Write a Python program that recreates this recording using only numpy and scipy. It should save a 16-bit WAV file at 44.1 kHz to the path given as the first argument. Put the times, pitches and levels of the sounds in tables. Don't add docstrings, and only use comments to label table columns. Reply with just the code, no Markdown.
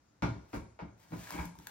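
import sys
import numpy as np
from scipy import signal
from scipy.fft import rfft, irfft, next_fast_len
from scipy.io import wavfile
from scipy.ndimage import map_coordinates

SR = 44100
rng = np.random.default_rng(int(sys.argv[2]) if len(sys.argv) > 2 else 0)


def unload_audio(sound):
    columns = np.transpose(np.atleast_2d(sound))
    steps = np.round(np.clip(columns, -1, 1) * 32767)
    wavfile.write(sys.argv[1], SR, steps.astype(np.int16))


N = 74970
T = np.arange(N) / SR


def amp(db):
    return 10 ** (np.asarray(db) / 20)


def unit(x):
    return x / np.sqrt(np.mean(x ** 2) + 1e-20)


def along(points, hz):
    f, v = np.transpose(points)
    return np.interp(np.log(hz + 1), np.log(f + 1), v)


def level(rows):
    return np.interp(T, *np.transpose(rows))


def filtered(x, response):
    m = next_fast_len(x.shape[-1] + SR // 4)
    hz = np.fft.rfftfreq(m, 1 / SR)
    return irfft(rfft(x, m) * response(hz), m)[..., :x.shape[-1]]


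def coloured(x, db_of):
    hz = np.fft.rfftfreq(4096, 1 / SR)
    cepstrum = irfft(np.log(amp(db_of(hz)) + 1e-6))
    cepstrum[1:2048] *= 2
    cepstrum[2049:] = 0
    h = irfft(np.exp(rfft(cepstrum)))[:2048]
    return signal.fftconvolve(x, h / np.linalg.norm(h))[:len(x)]


def add(out, x, s):
    seg = out[:, round(s * SR):][:, :x.shape[1]]
    seg += x[:, :seg.shape[1]]


# frequency_hz, t60_s
ROOM_T60 = [(300, 0.78), (1000, 0.57), (3000, 0.55), (8000, 0.95), (15000, 0.12)]
EARLY_DB, EARLY_S = 10.5, 0.29
BUILD_S = .004


def room(x, wet_db):
    hz, t, z = signal.stft(rng.standard_normal((2, SR // 2)), SR, nperseg=256)
    decay = amp(-60 * t / along(ROOM_T60, hz)[:, None])
    early = 1 + amp(EARLY_DB - 60 * t / EARLY_S)
    tail = signal.istft(z * decay * early, SR, nperseg=256)[1]
    tail = tail * (1 - np.exp(-T[:tail.shape[1]] / BUILD_S))
    tail = amp(wet_db) * tail / np.linalg.norm(tail[0])
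    tail[:, 0] = 1
    return signal.fftconvolve(x[None], tail, axes=1)


# frequency_hz, width_hz, gain_db
CORNER_MODES = [(167.4, 15.7, 8.5), (297.7, 24, 4), (584, 216, -5.5), (974, 133, 1), (1422, 110, -5),
                (1613, 45, -1.5), (2255, 185, -6), (3240, 3000, -31.5)]


def corner(f):
    total = 0
    for k, (centre, width, db) in enumerate(CORNER_MODES):
        damping = 1j * f * width
        total = total + (-1) ** k * amp(db) * damping / (centre * centre - f * f + damping)
    return total


# (relative, per Hz)
TONE_SPECTRUM = [(20, -17), (70, 8.5), (200, -0.5), (300, 1.5), (360, -5.5), (1380, -9), (3050, -21),
                 (6700, -18), (15800, -42.5)]
TONE_DB = -69.5


def room_tone():
    noise = rng.standard_normal((2, N))
    return amp(TONE_DB) * unit(filtered(noise, lambda hz: amp(along(TONE_SPECTRUM, hz))))


# centre_s, length_s, pitch_hz, level_db
CHIRR_SWELLS = [(.09, .03, 6750, -81), (.71, .04, 6800, -84), (.93, .035, 6500, -81), (.1, .03, 5100, -86)]
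CHIRR_WIDTH_HZ = 200


def chirr():
    out = np.zeros((2, N))
    for s, length, pitch, db in CHIRR_SWELLS:
        noise = rng.standard_normal((2, N))
        band = unit(filtered(noise, lambda f: np.exp(-((f - pitch) / CHIRR_WIDTH_HZ) ** 2)))
        out += amp(db) * np.exp(-((T - s) / length) ** 2) * band
    return out


GRAIN_SPREAD_DB = 9
CLUMPS_PER_S, CLUMP_DB = 90, 2


def grains(per_s):
    count = int(per_s * N / SR)
    size = amp(GRAIN_SPREAD_DB * rng.uniform(-0.95, 1, count)) * rng.choice([-1, 1], count)
    clicks = np.bincount(rng.integers(0, N, count), size, N)
    clump_points = rng.standard_normal(int(CLUMPS_PER_S * N / SR) + 4)
    clumps = map_coordinates(clump_points, [T * CLUMPS_PER_S])
    return unit(amp(CLUMP_DB * clumps) * clicks)


# time_s, level_db
FILM_LEVEL = [(.4, -91), (.5, -73.5), (.55, -57), (.62, -86), (.68, -108), (.96, -91), (.99, -69),
              (1.09, -72), (1.13, -60.5), (1.29, -55), (1.315, -48.5), (1.4, -57), (1.46, -61.5),
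              (1.52, -91), (1.6, -65.5), (1.66, -69), (1.7, -60.5)]
# (relative, per Hz)
FILM_SPECTRUM = [(200, -23.5), (500, -4), (1700, -4), (4000, -11), (6500, -10.5), (8700, -10),
                 (11000, -16.5), (15800, -13.5)]
# time_s, level_db
CRUSH_LEVEL = [(.97, -107), (1.02, -69.5), (1.1, -77.5), (1.2, -68.5), (1.31, -56), (1.33, -48.5),
               (1.4, -46.5), (1.46, -59.5), (1.5, -76), (1.62, -71.5), (1.7, -62)]
GRAINS_PER_S, CREASES_PER_S = 2300, 1300
RUSTLE_WET_DB = -0.5


def rustle():
    film = coloured(grains(GRAINS_PER_S), lambda hz: along(FILM_SPECTRUM, hz))
    body = unit(filtered(grains(CREASES_PER_S), corner))
    packet = amp(level(FILM_LEVEL)) * film + amp(level(CRUSH_LEVEL)) * body
    out = np.zeros((2, N))
    size = SR // 6
    for start in range(0, N, size):
        add(out, room(packet[start:start + size], RUSTLE_WET_DB), start / SR)
    return out * amp(-RUSTLE_WET_DB)


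# start_s, fold_pitch_hz, fold_level_db, crack_level_db
SNAP_EVENTS = [(1.271, 1710, -42, -62), (1.306, 976, -36.5, -38.5), (1.305, 1660, -40, -62),
               (1.324, 2230, -48, -49), (1.455, 2330, -59, -41.5), (1.554, 930, -48.5, -59),
               (1.588, 1570, -55, -49), (1.599, 896, -49.5, -64), (1.6705, 1620, -36.5, -36.5),
               (1.671, 897, -44.5, -65)]
SNAP_CYCLES = 2.9
SNAP_S, CRACK_HZ = .004, 8500
SNAP_WET_DB = -6


def snaps():
    out = np.zeros((2, N))
    t = np.arange(2048) / SR
    for s, pitch, fold_db, crack_db in SNAP_EVENTS:
        u = t * pitch * 2 / SNAP_CYCLES
        swell = np.e * u * np.exp(-u)
        fold = np.sin(2 * np.pi * pitch * t) * swell
        noise = rng.standard_normal(len(t))
        noise = filtered(noise, lambda f: 1 / (1 + ((f - CRACK_HZ) / 8000) ** 4))
        crack = unit(noise) * amp(-20 * t / SNAP_S)
        add(out, room(amp(fold_db) * fold + amp(crack_db) * crack, SNAP_WET_DB), s)
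    return out


# pitch_hz, t60_s, swell_s (time constant)
BOOM_MODES = [(68.1, 0.28, 0.0054), (111.6, 0.47, 0.0068), (172.85, 0.27, 0.0035), (293.55, 0.24, 0.0056)]
# start_s, then level_db of each of the four modes
LANDINGS = [(.224, -35.5, -32.5, -28.5, -28.5), (0.273, -48, -31, -47, -37.5),
            (0.358, -45.5, -50, -55.5, -48), (0.533, -45, -41.5, -47.5, -33), (.565, -37.5, -42, -40, -44),
            (0.818, -43.5, -49.5, -42, -43), (0.861, -59, -57, -48, -85), (1.105, -80, -57, -53.5, -53),
            (1.124, -52, -86, -33.5, -39), (1.156, -46.5, -52.5, -47.5, -71),
            (1.34, -48.5, -51, -49, -39.5), (1.385, -36.5, -54, -45, -43), (1.45, -52, -67, -44.5, -76),
            (1.58, -58.5, -86, -51.5, -55)]
BOOM_SPLIT = 0.06
BOOM_HAZE_DB, BOOM_HAZE_T60 = -7.5, 0.38


def booms():
    out = np.zeros((2, N))
    t = np.arange(SR // 2) / SR
    for s, *modes_db in LANDINGS:
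        for (pitch, t60, swell), mode_db in zip(BOOM_MODES, modes_db):
            ring = np.sin(2 * np.pi * pitch * t)
            ring += 0.2 * np.sin(2 * np.pi * pitch * (1 + BOOM_SPLIT) * t)
            noise = rng.standard_normal((2, len(t)))
            haze = unit(filtered(noise, lambda f: 1 / (1 + ((f - pitch) / (0.47 * pitch)) ** 4)))
            both = amp(-60 * t / t60) * ring + amp(BOOM_HAZE_DB - 60 * t / BOOM_HAZE_T60) * haze
            add(out, amp(mode_db) * (1 - np.exp(-t / swell)) * both, s)
    return out


# (relative, per Hz)
CONTACT_SPECTRUM = [(200, -38), (400, -9), (720, -9), (1100, -6.5), (2500, -12), (6000, -20.5), (9000, -30),
                    (15800, -39.5)]
# start_s, energy_db of the whole knock, treble_tilt_db_per_octave,
# length_s of its scatter of contacts
KNOCK_EVENTS = [(0.2229, 1.5, -1, .015), (0.532, -7, -4, 0.016), (0.791, -10, -6, .03),
                (1.121, -11.5, -8.5, 0.016)]
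CONTACTS, LEAD_DB = 40, 20.5
KNOCK_RING_DB, KNOCK_WET_DB = 13, 8


def knocks():
    out = np.zeros((2, N))
    for s, energy_db, tilt_db, length in KNOCK_EVENTS:
        when = length * SR * rng.random(CONTACTS) ** 2
        contacts = np.bincount(when.astype(int), rng.choice([-1, 1], CONTACTS), 8192)
        contacts[0] = amp(LEAD_DB)
        slap = coloured(contacts, lambda hz: along(CONTACT_SPECTRUM, hz) + tilt_db * np.log2(hz / 1000 + 1))
        slap = filtered(slap, lambda hz: 1 + amp(KNOCK_RING_DB) * corner(hz))
        heard = room(slap, KNOCK_WET_DB)
        add(out, amp(energy_db) * heard / np.linalg.norm(heard), s)
    return out


# frequency_hz, correlation (-1 to 1)
PORT_LIKENESS = [(60, .96), (150, .93), (300, .65), (600, 0), (1400, .1), (2800, .4), (5000, -.1),
                 (7000, -.6), (9000, -.95), (11500, -.3), (14000, .5)]
# frequency_hz, left_over_right_db
PORT_BALANCE = [(100, -1), (330, 3), (700, -1), (2800, 3), (5500, 7), (9000, 3), (15000, -2.5)]


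def ports(pair):
    def blend(hz):
        turn = np.arccos(np.clip(along(PORT_LIKENESS, hz), -1, 1)) / 2
        return np.array([np.cos(turn), 1j * np.sin(turn)])

    mid, side = filtered(pair, blend)
    left_right = np.array([mid + side, mid - side])
    return filtered(left_right, lambda hz: amp(np.outer([.5, -.5], along(PORT_BALANCE, hz))))


def scene():
    background = room_tone() + chirr()
    packet = rustle() + snaps()
    return ports(background + packet + booms() + knocks())


TOP_HZ, BASS_CUT_HZ = 15850, 22


def record(dry):
    return filtered(dry, lambda hz: (hz < TOP_HZ) * (1j * hz / (BASS_CUT_HZ + 1j * hz)) ** 2)


dry = scene()
out = record(dry)
unload_audio(out)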